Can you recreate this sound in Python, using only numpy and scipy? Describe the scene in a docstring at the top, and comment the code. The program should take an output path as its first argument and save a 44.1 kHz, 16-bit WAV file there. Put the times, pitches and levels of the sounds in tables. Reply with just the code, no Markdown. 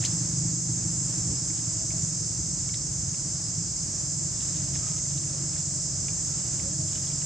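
"""A clearing ringed by trees where cicadas buzz their tymbals throughout, over a soft hush and far traffic.
At once a dry leaf snaps close to the microphone, where monkeys sit and feed. Far off, a small engine
eases its throttle and putters away while a second draws nearer. The microphone takes soft bumps at 1.3 s
and 2.4 s; from 1.6 s a few faint hoots carry in. By 4.5 s the second engine holds steady, and paws rustle
in the litter on and off to the end."""
import sys
import numpy as np
from scipy import signal
from scipy.fft import rfft, irfft
from scipy.io import wavfile
from scipy.ndimage import map_coordinates

SR = 44100
rng = np.random.default_rng(int(sys.argv[2]) if len(sys.argv) > 2 else 0)


def to_wav(sig):
    """Store sig (one row per channel, or 1-D mono) as 16-bit WAV at the path in sys.argv[1].

    Samples outside -1..1 are clipped; the rate is SR.
    """
    pcm = np.clip(np.atleast_2d(sig), -1, 1) * 32767
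    pcm = np.round(pcm).astype(np.int16)
    wavfile.write(sys.argv[1], SR, pcm.T)  # frames by channels


N = 320121
TIME = np.arange(N) / SR


def from_db(db):
    """Decibels to gain."""
    return 10 ** (np.asarray(db) / 20)


def rms_one(x):
    """Scale to unit rms."""
    return x / np.sqrt(np.mean(x ** 2) + 1e-20)


def in_time(points):
    """A curve over time, read at every sample."""
    return np.interp(TIME, *np.transpose(points))


def per_bin(points):
    """A curve over log frequency, read at every Fourier bin."""
    hz, value = np.transpose(points)
    return np.interp(np.log(np.arange(N // 2 + 1) * SR / N + 1e-9), np.log(hz), value)


def drift(knots_per_s):
    """Random wander of unit rms."""
    knots = rng.standard_normal(1024)
    return rms_one(map_coordinates(knots, [TIME * knots_per_s], order=1, mode="wrap"))


def resonate(x, hz, width_hz, order=2):
    """A band-pass resonance about hz."""
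    low = np.hypot(hz, width_hz / 2) - width_hz / 2
    edges = [low, min(low + width_hz, SR / 2 - 100)]
    return signal.sosfilt(signal.butter(order, edges, "band", fs=SR, output="sos"), x + 1e-18)


def stereo(mid, side, alike):
    """Two channels of the given likeness from two unrelated signals."""
    return mid + np.sqrt((1 - alike) / (1 + alike)) * side * np.array([[1], [-1]])


def pan(left_over_right_db):
    """Channel gains for a source off the microphone's axis."""
    return from_db(np.array([[1], [-1]]) * left_over_right_db / 2)


def scatter(x, t60_s, channels=1):
    """Trunks and leaves return countless dying echoes that smear a sound without colouring it."""
    echoes = rfft(rng.standard_normal((channels, N)) * from_db(-60 * np.minimum(TIME / t60_s, 2)))
    return irfft(rfft(x) * echoes / np.abs(echoes), N)


def swells(rows, relative_width):
    """Short bands of noise that rise and fade."""
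    out = np.zeros(N + SR)
    for s, length_s, hz, db in rows:
        size, start = int(length_s * SR), int(s * SR)
        band = resonate(rng.standard_normal(SR), hz, relative_width * hz)[-size:]
        out[start:start + size] += from_db(db) * rms_one(band) * np.sin(np.linspace(0, np.pi, size))
    return out[:N]


# far sound from all sides of the microphone: f/Hz, left-right likeness/0-1
DIFFUSE_LIKENESS = [(25, .85), (60, .985), (130, .99), (500, .88), (1500, .8), (4000, .72), (8000, .4),
                    (12000, .15)]
def diffuse(spectrum, level_db, waver_db):
    """Distant noise reaches both channels alike in the bass, almost unrelated in the treble."""
    mid, side = rfft(rng.standard_normal((2, N)))
    noise = irfft(stereo(mid, side, per_bin(DIFFUSE_LIKENESS)) * from_db(per_bin(spectrum)), N)
    return rms_one(noise) * from_db(level_db + waver_db * drift(8))


# traffic far beyond the trees: f/Hz, relative spectral level/dB
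TRAFFIC_SPECTRUM = [(15, -42), (30, -25), (40, -8), (65, -1), (95, 0.5), (160, 0.5), (215, -11), (350, -20),
                    (500, -30.5), (1000, -59)]
def traffic():
    """Far traffic arrives as a low, steady rumble."""
    return diffuse(TRAFFIC_SPECTRUM, level_db=-41, waver_db=1.8)


# air in the wood around the clearing: f/Hz, relative spectral level/dB
AIR_SPECTRUM = [(100, -7), (300, 7.5), (420, 5.5), (480, 0.5), (580, 4), (800, 0), (1300, -2), (2200, -5),
                (2800, -7.5), (3600, -7.5), (5000, -2), (10000, -30), (15500, -27)]
# its strength at the microphone: t/s, level/dB
AIR_LEVEL = [(0, -48.5), (3.1, -50.5), (4.7, -50), (7.26, -50)]
def moving_air():
    """Air moving through the wood makes a soft hush."""
    return diffuse(AIR_SPECTRUM, in_time(AIR_LEVEL), waver_db=0.94)


# calls from far off: t/s, length/s, f/Hz, level/dB
FAR_HOOTS = [(1.6, 0.48, 640, -55), (2.19, 0.12, 480, -55), (4.78, 0.12, 1260, -53.5),
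             (4.87, .15, 1270, -59), (5.22, 0.27, 540, -60), (6.28, 0.15, 1325, -59),
             (6.6, 0.14, 540, -50.5)]
def hoots():
    """Faint hoots carry to the clearing as blurred tones."""
    return swells(FAR_HOOTS, relative_width=0.055)


def engine(firings_per_s, exhaust, limp_db, wobble, uneven_db, puff_db, echo_db, puff_s=0.022):
    """Every firing sends a pulse and a puff of gas through the exhaust; echoes fill the gaps."""
    speed = firings_per_s * (1 + wobble * drift(20))
    cycles = np.floor(np.cumsum(speed) / SR + rng.random())
    firings = np.diff(cycles, prepend=cycles[0])
    every_other = np.cumsum(firings) % 2
    firings = firings * from_db(limp_db * every_other + uneven_db * rng.standard_normal(N))
    puffs = signal.lfilter([1], [1, -np.exp(-1 / (puff_s * SR))], firings) * rng.standard_normal(N)
    gas = rms_one(firings) + from_db(puff_db) * rms_one(puffs)
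    gas = gas + from_db(echo_db) * scatter(gas, t60_s=0.36)[0]
    gas = np.pad(gas, (SR, 0), "wrap")   # the engine has long been running
    pipe = 0
    for k, (hz, width_hz, db) in enumerate(exhaust):
        pipe = pipe + (-1) ** k * from_db(db) * rms_one(resonate(gas, hz, width_hz)[SR:])
    return rms_one(pipe)


# exhaust resonances of the far engine coming closer: f/Hz, width/Hz, relative level/dB
ARRIVING_PIPE = [(103, 38, -4), (139.4, 26, -0.5), (167, 26, -5), (312.2, 40, -11.5), (621, 69, -19.5)]
def arriving_engine(firings_per_s=23.2, arrived_db=-38.5, arrives_s=4.5, rise_db_per_s=4):
    """A small engine draws nearer at one speed, then keeps its distance."""
    putter = engine(firings_per_s, ARRIVING_PIPE,
                    limp_db=-3, wobble=0.008, uneven_db=3.5, puff_db=-9.5, echo_db=0.5)
    return putter * from_db(arrived_db - rise_db_per_s * np.maximum(arrives_s - TIME, 0))


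# exhaust resonances of the far engine moving off: f/Hz, width/Hz, relative level/dB
LEAVING_PIPE = [(108, 24, -3.5), (146, 40, -2), (171, 20, -3), (239.3, 68, -14), (319.4, 52, -15),
                (656, 260, -35)]
def leaving_engine(start_db=-31, fade_db_per_s=2.5):
    """A small engine eases off the throttle and fades evenly as it recedes."""
    firings_per_s = np.interp(TIME, [1.2, 2.0], [24.9, 22.0])
    putter = engine(firings_per_s, LEAVING_PIPE,
                    limp_db=-4, wobble=0.013, uneven_db=1.5, puff_db=-7, echo_db=-4)
    return putter * from_db(start_db - fade_db_per_s * TIME)


# knocks on the microphone itself: t/s, length/s, f/Hz, level/dB
MIC_BUMPS = [(1.25, .12, 213, -37.5), (1.28, 0.053, 90, -34), (2.36, 0.11, 48.4, -40)]
def microphone_bumps():
    """Two soft bumps come through as low, pitchless thuds."""
    return swells(MIC_BUMPS, relative_width=0.75)


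def tymbals(clicks_per_s=330, spread=0.3, jitter=0.08, insects=6):
    """Two groups of cicadas; each insect buckles its tymbals hundreds of times a second."""
    clicks = np.zeros((2, N))
    for k, rate in enumerate(clicks_per_s * np.exp(spread * rng.standard_normal(insects))):
        gaps_s = np.exp(jitter * rng.standard_normal(10000)) / rate
        at = (np.cumsum(gaps_s) * SR).astype(int)
        at = at[at < N]
        clicks[k % 2, at] += rng.choice([-1, 1], len(gaps_s))[:len(at)]
    return clicks


# tymbal resonances in the trees all round: f/Hz, width/Hz, relative level/dB, left-right likeness/0-1
CHORUS_BANDS = [(4500, 720, -58.7, 0.7), (5228, 640, -42.8, 0.82), (5976, 530, -42, 0.58),
                (6543, 670, -36.5, 0.64), (7400, 814, -32.5, 0.51), (8325, 910, -42, 0.26),
                (9900, 450, -63, .2)]
# slow swell of the chorus: t/s, relative level/dB
CHORUS_EFFORT = [(0, 1), (1.3, 1.4), (3.2, -1.4), (4.4, 0.65), (6.1, 0), (7.26, 0.5)]
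def cicada_chorus(throb_db=1.0, waver_db=0.44, air_cut_hz=7460, gain_db=1.67):
    """The wood smears the tymbal clicks into a drone, and the air on the way dulls its top."""
    effort_db = in_time(CHORUS_EFFORT)
    drone = 0
    for hz, width_hz, db, alike in CHORUS_BANDS:
        buzz = tymbals() * from_db(throb_db * drift(14))
        mid, side = (rms_one(scatter(group, t60_s=0.55)[0]) for group in buzz)
        song = rms_one(resonate(stereo(mid, side, alike), hz, width_hz))
        follow = np.interp(hz, [5228, 7400], [-0.165, 0.725])   # low bands dip a little as high ones swell
        drone = drone + song * from_db(db + follow * effort_db + waver_db * drift(2.8))
    return signal.sosfilt(signal.butter(2, air_cut_hz, fs=SR, output="sos"), drone) * from_db(gain_db)


# single insects in the nearer trees: f/Hz, level/dB
NEAR_CICADAS = [(5010, -60.5), (5160, -58), (5335, -50.5), (6320, -48), (6480, -46.5), (6690, -52),
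                (7200, -47), (7345, -46), (7610, -53)]
def near_cicadas(width_hz=30, wander=0.004, fade_db=2.0, alike=0.78):
    """Thin shrill tones stand out of the drone, wandering in pitch and fading in and out."""
    out = 0
    for hz, db in NEAR_CICADAS:
        phase = 2 * np.pi * np.cumsum(hz * (1 + wander * drift(5))) / SR
        mid, side = (rms_one(drift(2 * width_hz) * np.cos(phase) + drift(2 * width_hz) * np.sin(phase))
                     for _ in range(2))
        song = stereo(mid, side, alike) * from_db(fade_db * drift(4))
        out = out + rms_one(song) * from_db(db)
    return out


# fur on the ground near the microphone: t/s, length/s, f/Hz, level/dB
FUR_BRUSHES = [(1.56, 0.073, 9500, -65), (6.22, 0.12, 9500, -60), (6.9, .2, 9400, -61)]
def fur():
    """Fur brushing over sand gives a brief high hiss."""
    return swells(FUR_BRUSHES, relative_width=0.34)


# paws shifting in the litter close by: t/s, length/s, level/dB
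PAW_MOVES = [(0, 0.049, -46), (1.548, 0.032, -52), (4.324, 0.93, -55), (5.505, 0.075, -53),
             (6.18, 0.53, -59), (6.854, 0.47, -51.5)]
def paw_pressure(attack_s=0.026, release_s=0.057, rest_db=-72):
    """Each move presses into the litter, holds and lets go; between moves the leaves barely stir."""
    pressure = from_db(rest_db)
    for s, length_s, db in PAW_MOVES:
        attack = np.clip((TIME - s) / attack_s, 0, 1)
        release = np.exp(-np.maximum(TIME - s - length_s, 0) / release_s)
        pressure = pressure + from_db(db) * attack * release
    return pressure


# leaf litter at close range: f/Hz, relative spectral level/dB
LITTER_SPECTRUM = [(300, 8.5), (1200, 5.5), (2300, 3.5), (4200, 7), (8000, 0), (12000, -13), (15500, -31)]
def rustle(pressure, grains_per_s=700, size_db=3.0, clump_db=5):
    """Dry leaves crackle in clumps of small grains under the paws."""
    born = rng.random(N) < grains_per_s * from_db(clump_db * drift(60)) / SR
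    sizes = from_db(size_db * np.minimum(rng.exponential(1, N), 4))
    grains = born * sizes * rng.choice([-1, 1], N)
    crackle = irfft(rfft(grains) * from_db(per_bin(LITTER_SPECTRUM)), N)
    return rms_one(crackle) * pressure


def leaf_ticks(pressure, over_db=9.0, spread_db=6, low_hz=1700, high_hz=4200, crumble_s=0.0033, count=110):
    """Rows of tiny snaps: small leaves give way at random, as loudly as the paws press."""
    when, size, pitch = rng.random((count, 3)).T
    at = (when * (N - 1)).astype(int)
    db = 20 * np.log10(pressure[at]) + over_db + spread_db * (size - 0.5)
    hz = low_hz * (high_hz / low_hz) ** pitch
    return list(zip(TIME[at], db, hz, np.full(count, crumble_s)))


# dry leaves and husks breaking close to the microphone: t/s, peak level/dB, f/Hz, crumble time/s
LEAF_SNAPS = [(0.039, -28, 2250, 0.0022), (0.049, -22, 3380, 0.00088), (.0505, -16, 6260, 0.0033),
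              (.058, -21, 4500, 0.0053), (1.502, -40, 2170, .006), (1.904, -37.5, 2180, 0.011),
              (2.691, -36, 2250, 0.0027), (2.740, -38, 2100, 0.0023), (2.7405, -32.5, 3700, 0.004),
              (3.142, -43, 2370, .003), (4.406, -39, 3800, 0.006), (4.567, -38, 4020, 0.0065),
              (4.75, -40.5, 2545, 0.0081), (4.769, -40, 3530, 0.007), (5.175, -36, 3900, .005),
              (6.084, -31.5, 2400, 0.0038), (6.598, -38, 2200, .003), (6.948, -45, 3930, 0.0023)]
def snaps(ticks, relative_width=0.13, crack_db=-22, dull_hz=7500):
    """Each snap or tick is a quick crumble of tiny fractures that rings the leaf."""
    out, t = np.zeros(N + SR), TIME[:SR // 10]
    dull = signal.butter(2, dull_hz, fs=SR, output="sos")
    for s, db, hz, crumble_s in LEAF_SNAPS + ticks:
        fractures = rng.standard_normal(len(t)) * np.exp(-t / crumble_s)
        leaf = resonate(fractures, hz, relative_width * hz, order=1) + from_db(crack_db) * fractures
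        leaf = signal.sosfilt(dull, resonate(leaf, hz, 2 * hz, order=1))
        start = int(s * SR)
        out[start:start + len(t)] += from_db(db) * leaf / np.abs(leaf).max()
    return out[:N]


def monkeys(echo_db=-9):
    """Feeding monkeys snap and stir the litter, so near that there is little echo."""
    pressure = paw_pressure()
    litter = snaps(leaf_ticks(pressure)) + rustle(pressure) + fur()
    return litter + from_db(echo_db) * scatter(litter, t60_s=0.14, channels=2)


def scene():
    """From the microphone: monkeys close and a touch left, cicadas a little right, the rest far off."""
    close = monkeys() * pan(1)
    far = leaving_engine() + arriving_engine() + traffic() + moving_air() + hoots()
    trees = (cicada_chorus() + near_cicadas()) * pan(-2)
    return far + trees + close + microphone_bumps()


def record(dry, cutoff_hz=15750):
    """The top is cut steeply."""
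    return signal.sosfilt(signal.ellip(12, 0.1, 80, cutoff_hz, fs=SR, output="sos"), dry)


dry = scene()
out = record(dry)
to_wav(out)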